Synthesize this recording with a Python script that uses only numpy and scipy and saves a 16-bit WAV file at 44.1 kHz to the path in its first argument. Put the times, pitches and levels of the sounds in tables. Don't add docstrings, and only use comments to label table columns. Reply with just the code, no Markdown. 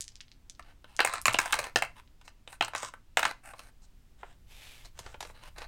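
import sys
import numpy as np
from scipy import signal
from scipy.fft import rfft, irfft
from scipy.io import wavfile
from scipy.ndimage import uniform_filter1d

SR = 44100
rng = np.random.default_rng(int(sys.argv[2]) if len(sys.argv) > 2 else 0)


def master(y):
    cut = np.clip(np.atleast_2d(y).T, -1, 1)
    pcm = np.round(cut * 32767)
    wavfile.write(sys.argv[1], SR, pcm.astype(np.int16))


N = 250047
TIME = np.arange(N) / SR
SINCE_HIT = TIME[:SR // 6]
ONSET = SR // 125

# (time [s], level [dB])
RUMBLE_LEVELS = [(0.0, -63), (1.07, -61.5), (1.47, -57), (2.32, -63.5), (2.65, -64), (5.67, -56.5)]
# (frequency [Hz], level [dB])
RUMBLE_SPECTRUM = [(12, 1), (25, 3), (42, -3), (75, -8.5), (110, -15), (170, -21), (400, -48)]
# (frequency [Hz], level [dB])
AIR_SPECTRUM = [(60, -1.5), (130, -4.5), (250, 2.5), (450, -8.5), (1000, -12.5), (3500, -17), (8000, -23.5),
                (15500, -44)]
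# (delay [s], level [dB])
EARLY_ECHOES = [(.0023, -19), (0.01, -15), (0.015, -26.5), (.0226, -22.5)]
# (time [s], level [dB], pitch [Hz])
TABLE_THUMPS = [(1.389, -22.5, 336.3), (1.391, -31.5, 110), (5.008, -31, 69.5), (5.061, -29.5, 55),
                (5.145, -40, 238)]
# (time [s], level [dB])
SLIDE_LEVELS = [(4.47, -69), (4.51, -54.5), (4.56, -53.5), (4.66, -50), (4.75, -53), (4.83, -56.5),
                (4.89, -62)]
# (frequency [Hz], level [dB])
CARD_SPECTRUM = [(180, -42.5), (300, -15), (584, -8), (701, -9.5), (801, -8), (1190, -10), (1300, -11),
                 (2360, -5), (3520, -6.5), (4300, -10.5), (12500, -16.5), (16000, -25.5)]
# (frequency [Hz], width [Hz], level [dB])
CARD_RESONANCES = [(2450, 500, -4), (3600, 700, -4)]
# (time [s], level [dB], hardness [dB])
CARD_TAPS = [(4.2312, -42.5, -25), (4.9905, -46, 2.5), (5.0628, -46, -7.5), (5.1423, -47, -13.5),
             (5.2054, -41, -0.5), (5.2264, -43, -2.5), (5.25, -47.5, -6), (5.2984, -52.5, -19),
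             (5.582, -47, -0.5), (5.6178, -44, -7)]
# (frequency [Hz], level [dB])
TRAY_SPECTRUM = [(70, -24.5), (120, -11.5), (165, -32.5), (205, -16.5), (310, -13), (420, -15.5),
                 (520, -7.5), (660, -3.5), (1100, -1.5), (1800, 1), (2800, -5.5), (4100, -9.5),
                 (5600, -10.5), (8600, -12), (11000, -18.5), (14800, -23.5), (16500, -32.5)]
# (frequency [Hz], width [Hz], level [dB])
TRAY_RESONANCES = [(652, 420, -9.5), (790, 150, -4), (1030, 69, 4.5), (1340, 62, -3), (1530, 42, 7),
                   (1800, 37, -12), (2160, 44, -3.5), (2185, 33, -5.5), (2690, 400, 2), (3970, 300, -5),
                   (7000, 250, -13), (8500, 1200, -7)]
# (start [s], end [s], level [dB], hardness [dB])
TRAY_RUBS = [(0.636, 0.744, -62, -14), (0.852, 1.035, -63.5, -8.5), (1.046, 1.221, -41, -11),
             (1.375, 1.546, -42.5, -10), (1.528, 1.715, -43, -11), (1.95, 2.013, -54.5, -11),
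             (2.235, 2.307, -65.5, 1.5), (2.473, 2.571, -59, 0.5), (2.738, 2.913, -45, -2.5),
             (3.249, 3.331, -42, -11.5), (3.425, 3.54, -51, -6), (3.535, 3.72, -60.5, -3.5),
             (3.814, 3.865, -72.5, 8.5), (4.163, 4.36, -64, -8), (4.844, 4.87, -56.5, 2.5),
             (4.931, 5.18, -59, -4.5), (5.204, 5.334, -59.5, -1.5), (5.329, 5.444, -59.5, -12.5),
             (5.413, 5.503, -53.5, -8), (5.55, 5.672, -49, -13)]
# (time [s], peak level [dB], pitch [Hz])
DICE_CLICKS = [(0.008, -16, 6900), (0.0153, -26, 7250), (0.0226, -24, 6200), (0.0418, -28.5, 6250),
               (0.0804, -25, 5400), (0.1203, -45, 4870), (0.1562, -31, 5140), (0.1726, -48, 4100),
               (0.2058, -29, 2950), (0.21, -29.5, 5300), (0.282, -44, 3570), (0.3169, -36, 4070),
               (0.498, -25, 6010), (0.5505, -45.5, 4330), (0.626, -42.5, 4020), (0.9656, -23.5, 6400),
               (1.2156, -22.5, 8900), (1.267, -14, 8580), (1.335, -16.5, 7620), (2.076, -49, 3300),
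               (2.761, -21.5, 5850), (2.7809, -22, 5800)]
# (time [s], level [dB], pitch of the struck spot [Hz], weight [dB], hardness [dB])
DICE_KNOCKS = [(0.5946, -46.5, 980, 2, -11.5), (0.8435, -52.5, 930, 2, -15),
               (0.9921, -22, 2230, -6.5, -23.5), (1.004, -20, 1480, -6, -16), (1.0484, -25.5, 910, 0, -2.5),
               (1.0737, -30, 1490, -10, -11.5), (1.137, -32.5, 1350, 1, -5),
               (1.2556, -20.5, 2920, -2.5, -4), (1.281, -20.5, 2220, -2.5, -13),
               (1.3278, -42, 1000, 0.5, -3), (1.3432, -25, 2910, -2, -14), (1.3875, -20.5, 1660, -9, -5.5),
               (1.4577, -35, 2624, 0.5, -5.5), (1.525, -33.5, 1520, -10.5, 4.5),
               (1.529, -22, 1570, -11.5, -13.5), (1.5407, -31.5, 1620, 0.5, -5.5),
               (1.59, -30, 2520, -1, -4.5), (1.6408, -39.5, 1360, -2.5, -3.5),
               (1.759, -20, 1700, -3.5, -7.5), (1.8223, -25.5, 2230, -2.5, -11.5),
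               (2.213, -59.5, 1730, -2.5, -6.5), (2.279, -49, 1535, -5.5, -8),
               (2.4756, -46, 2710, -4, -11.5), (2.5274, -49, 3900, -4, -5.5),
               (2.6094, -23.5, 2560, -1.5, -18.5), (2.6242, -29, 840, -4, -14), (2.647, -44, 2690, -8, 5),
               (2.6811, -41.5, 880, 0.5, -9), (2.735, -41.5, 1050, 2, -20), (2.7499, -31, 920, -3, -12),
               (2.8302, -39.5, 790, 4, -1), (2.9378, -44.5, 940, 0, -16), (3.1714, -20.5, 2900, -3.5, -9.5),
               (3.1926, -29, 1076, -1.5, -6), (3.2295, -24.5, 1520, -5, -13.5),
               (3.2523, -23.5, 1460, -3.5, -12), (3.5353, -51.5, 810, 7.5, -12),
               (3.593, -48.5, 3930, 0, -2.5)]


def from_db(db):
    return 10 ** (np.asarray(db) / 20)


def rms_one(x, size=None):
    return x / np.sqrt(np.mean(x[:size] ** 2) + 1e-20)


def add(out, time_s, sound):
    at = max(round(time_s * SR), 0)
    out[at:at + len(sound)] += sound[:max(N - at, 0)]


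def decay(t, t60):
    return np.exp(-np.log(1000) * t / t60)


def coloured(x, spectrum):
    size = 8192
    hz, db = np.transpose(spectrum)
    bin_hz = np.arange(size // 2 + 1) * SR / size
    log_gain = np.log(from_db(np.interp(np.log(bin_hz + 1), np.log(hz), db)))
    cepstrum = irfft(log_gain)[:size // 2]
    cepstrum[1:] *= 2
    response = irfft(np.exp(rfft(cepstrum, size)))
    return signal.fftconvolve(x, response)[:len(x)]


def resonate(x, hz, width_hz):
    r = np.exp(-np.pi * width_hz / SR)
    feedback = [1, -2 * r * np.cos(2 * np.pi * hz / SR), r * r]
    return signal.lfilter(np.array([1, 0, -1]) * (1 - r * r) / 2, feedback, x)


def keep_side(x, side, hz, order):
    return signal.sosfilt(signal.butter(order, min(hz, SR / 3), side, fs=SR, output="sos"), x)


def balance(x, weight_db, hardness_db, size=None):
    bands_hz = [(95, 950), (950, 4400), (4400, 17000)]
    filters = [signal.butter(3, band, "band", fs=SR, output="sos") for band in bands_hz]
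    bass, middle, treble = (rms_one(signal.sosfilt(sos, x), size) for sos in filters)
    return from_db(weight_db) * bass + middle + from_db(hardness_db) * treble


def friction(size, slips_per_s, hiss_db, catch_db, spread_db=4):
    slips = (rng.random(size) < slips_per_s / SR) * rng.choice([-1, 1], size)
    slips = slips * from_db(spread_db * rng.standard_normal(size))
    grip = rms_one(uniform_filter1d(rng.standard_normal(size), ONSET // 2))
    hiss = from_db(hiss_db) * rng.standard_normal(size)
    return (rms_one(slips) + hiss) * from_db(catch_db * grip)


def hit_force(bounce_db, bounce_s, chatter_t60, chatter_db, buzz_t60, buzz_db, grain_db=4, count=4):
    noise, grain = rng.standard_normal((2, len(SINCE_HIT)))
    chatter = from_db(chatter_db) * decay(SINCE_HIT, chatter_t60)
    buzz = from_db(buzz_db) * decay(SINCE_HIT, buzz_t60)
    force = rms_one(noise * from_db(grain_db * grain)) * (chatter + buzz)
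    force[0] += 1
    rebounds = 1 + (rng.random(count) * bounce_s * SR).astype(int)
    force[rebounds] += from_db(bounce_db) * rng.choice([-1, 1], count)
    return force


def background(air_db=-70, hum_hz=113.0, hum_db=-75, rumble_boost_db=6):
    rumble_noise, air_noise = rng.standard_normal((2, N))
    rumble_gain = from_db(rumble_boost_db + np.interp(TIME, *np.transpose(RUMBLE_LEVELS)))
    rumble = rumble_gain * rms_one(coloured(rumble_noise, RUMBLE_SPECTRUM))
    hum = from_db(hum_db) * np.sqrt(2) * np.sin(2 * np.pi * hum_hz * TIME)
    air = from_db(air_db) * rms_one(coloured(air_noise, AIR_SPECTRUM))
    return rumble + hum + air


def room(x, tail_t60=0.22, tail_db=-12, wall_hz=6000, build_s=0.0083):
    t = TIME[:SR // 2]
    tail = rng.standard_normal(len(t)) * decay(t, tail_t60) * (1 - np.exp(-(t / build_s) ** 2))
    response = keep_side(from_db(tail_db) * tail / np.linalg.norm(tail), "low", wall_hz, order=1)
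    for delay_s, db in EARLY_ECHOES:
        response[round(delay_s * SR)] += from_db(db)
    return x + signal.fftconvolve(x, response)[:N]


def table_thumps(t60=0.015, rise_s=0.0013):
    out = np.zeros(N)
    envelope = decay(SINCE_HIT, t60) * (1 - np.exp(-SINCE_HIT / rise_s))
    for time_s, db, hz in TABLE_THUMPS:
        add(out, time_s, from_db(db) * np.sin(2 * np.pi * hz * SINCE_HIT) * envelope)
    return out


def card_slide():
    level = from_db(np.interp(TIME, *np.transpose(SLIDE_LEVELS), left=-120, right=-120))
    grain = friction(N, slips_per_s=2500, hiss_db=0, catch_db=1)
    hiss = rms_one(coloured(grain, CARD_SPECTRUM))
    sheet = sum(from_db(db) * resonate(hiss, hz, width) for hz, width, db in CARD_RESONANCES)
    speed = level / level.max()
    return level * (hiss + speed * sheet)


def card_taps(flap_hz=1250, flap_width_hz=900, flap_db=8):
    out = np.zeros(N)
    for time_s, db, hardness_db in CARD_TAPS:
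        force = hit_force(bounce_db=-10, bounce_s=0.0049, chatter_t60=0.036, chatter_db=-10,
                          buzz_t60=0.066, buzz_db=-20)
        top_hz = 9000 * 2 ** (hardness_db / 8)
        slap = coloured(keep_side(force, "low", top_hz, order=2), CARD_SPECTRUM)
        flap = from_db(flap_db) * resonate(slap, flap_hz, flap_width_hz)
        add(out, time_s, from_db(db) * balance(slap + flap, 0, hardness_db, size=ONSET))
    return out


def tray(force, ring_db, spread_db=5):
    chances = rng.standard_normal((len(TRAY_RESONANCES), 2))
    ringing = sum(np.sign(sign) * from_db(db + spread_db * strength) * resonate(force, hz, width)
                  for (hz, width, db), (strength, sign) in zip(TRAY_RESONANCES, chances))
    return coloured(force, TRAY_SPECTRUM) + from_db(ring_db) * ringing


def jolts(size, gap_s=0.022, spread_db=3, count=40):
    at = (np.cumsum(rng.uniform(0.5, 1.5, count)) * gap_s * SR).astype(int)
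    strength = from_db(spread_db * rng.standard_normal(count))
    force = np.zeros(size)
    force[at[at < size]] = strength[at < size]
    return force


def tray_rubs(taper=0.52, weight_db=-3.5, jolt_db=34, jolt_growth=0.38):
    out = np.zeros(N)
    firmest_db = max(row[2] for row in TRAY_RUBS)
    for start_s, end_s, db, hardness_db in TRAY_RUBS:
        size = np.clip(round((end_s - start_s) * SR), ONSET, SR // 2)
        scrape = friction(SR // 2, slips_per_s=900, hiss_db=3, catch_db=2)
        rattle = from_db(jolt_db + jolt_growth * (db - firmest_db)) * jolts(SR // 2)
        body = tray(scrape + rattle, ring_db=-4.5)[:size]
        swell = signal.windows.tukey(size, taper)
        add(out, start_s, from_db(db) * swell * balance(body, weight_db, hardness_db))
    return out


def click(hz, scatter_db=-34, scatter_t60=0.065, ring_db=-2, hollow_db=-2, snap_db=-43):
    force = from_db(scatter_db) * rng.standard_normal(len(SINCE_HIT)) * decay(SINCE_HIT, scatter_t60)
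    force[0] += 1
    tick = keep_side(force, "low", 1.38 * hz, order=5)
    tick = keep_side(tick, "high", 0.86 * hz, order=2)
    ring = resonate(tick, hz, width_hz=700)
    hollows_hz = 2700 * 2 ** rng.uniform(-0.96, 1, size=4)
    hollows = sum(resonate(tick, pitch, width_hz=350) for pitch in hollows_hz)
    snap = force - np.roll(force, 1)
    sound = tick + from_db(ring_db) * ring + from_db(hollow_db) * hollows + from_db(snap_db) * snap
    return sound / np.abs(sound).max()


def dice_clicks(retouch_s=0.007, retouch_loss_db=9):
    out = np.zeros(N)
    gaps_s = retouch_s * rng.uniform(0.4, 1.3, len(DICE_CLICKS))
    for (time_s, db, hz), gap_s in zip(DICE_CLICKS, gaps_s):
        add(out, time_s, from_db(db) * click(hz))
        add(out, time_s + gap_s, from_db(db - retouch_loss_db) * click(hz))
    return out


def knock(db, hz, weight_db, hardness_db, spot_db=3, spot_growth=0.7, crack_db=-28,
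          bass_db=-2, treble_db=-1):
    loudest_db = max(row[1] for row in DICE_KNOCKS)
    force = hit_force(bounce_db=-4.5, bounce_s=0.003, chatter_t60=0.027, chatter_db=-19,
                      buzz_t60=0.14, buzz_db=-36)
    spot_gain = from_db(spot_db + spot_growth * (db - loudest_db))
    spot = spot_gain * resonate(coloured(force, TRAY_SPECTRUM), hz, width_hz=350)
    crack = from_db(crack_db) * np.diff(force, prepend=0)
    body = tray(force, ring_db=-3) + spot + crack
    return from_db(db) * balance(body, weight_db + bass_db, hardness_db + treble_db, size=ONSET)


def dice_knocks(loose_above_db=-34, bounces=2, bounce_s=0.013, first_loss_db=15, next_loss_db=4.5,
                corner_treble_db=3):
    out = np.zeros(N)
    all_gaps_s = bounce_s * rng.uniform(0.85, 1.15, (len(DICE_KNOCKS), bounces))
    for (time_s, db, hz, weight_db, hardness_db), gaps_s in zip(DICE_KNOCKS, all_gaps_s):
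        add(out, time_s, knock(db, hz, weight_db, hardness_db))
        if db > loose_above_db:
            for k, delay_s in enumerate(np.cumsum(gaps_s)):
                bounce_db = db - first_loss_db - k * next_loss_db
                add(out, time_s + delay_s, knock(bounce_db, hz, weight_db, hardness_db + corner_treble_db))
    return out


def scene(knock_db=1.5, rub_db=-1, slide_db=-4):
    dice_and_tray = from_db(knock_db) * dice_knocks() + dice_clicks() + from_db(rub_db) * tray_rubs()
    card = from_db(slide_db) * card_slide() + card_taps()
    return (room(dice_and_tray + card + table_thumps()) + background())[None]


def record(dry):
    return signal.sosfilt(signal.ellip(10, 0.2, 80, 16200, fs=SR, output="sos"), dry)


dry = scene()
out = record(dry)
master(out)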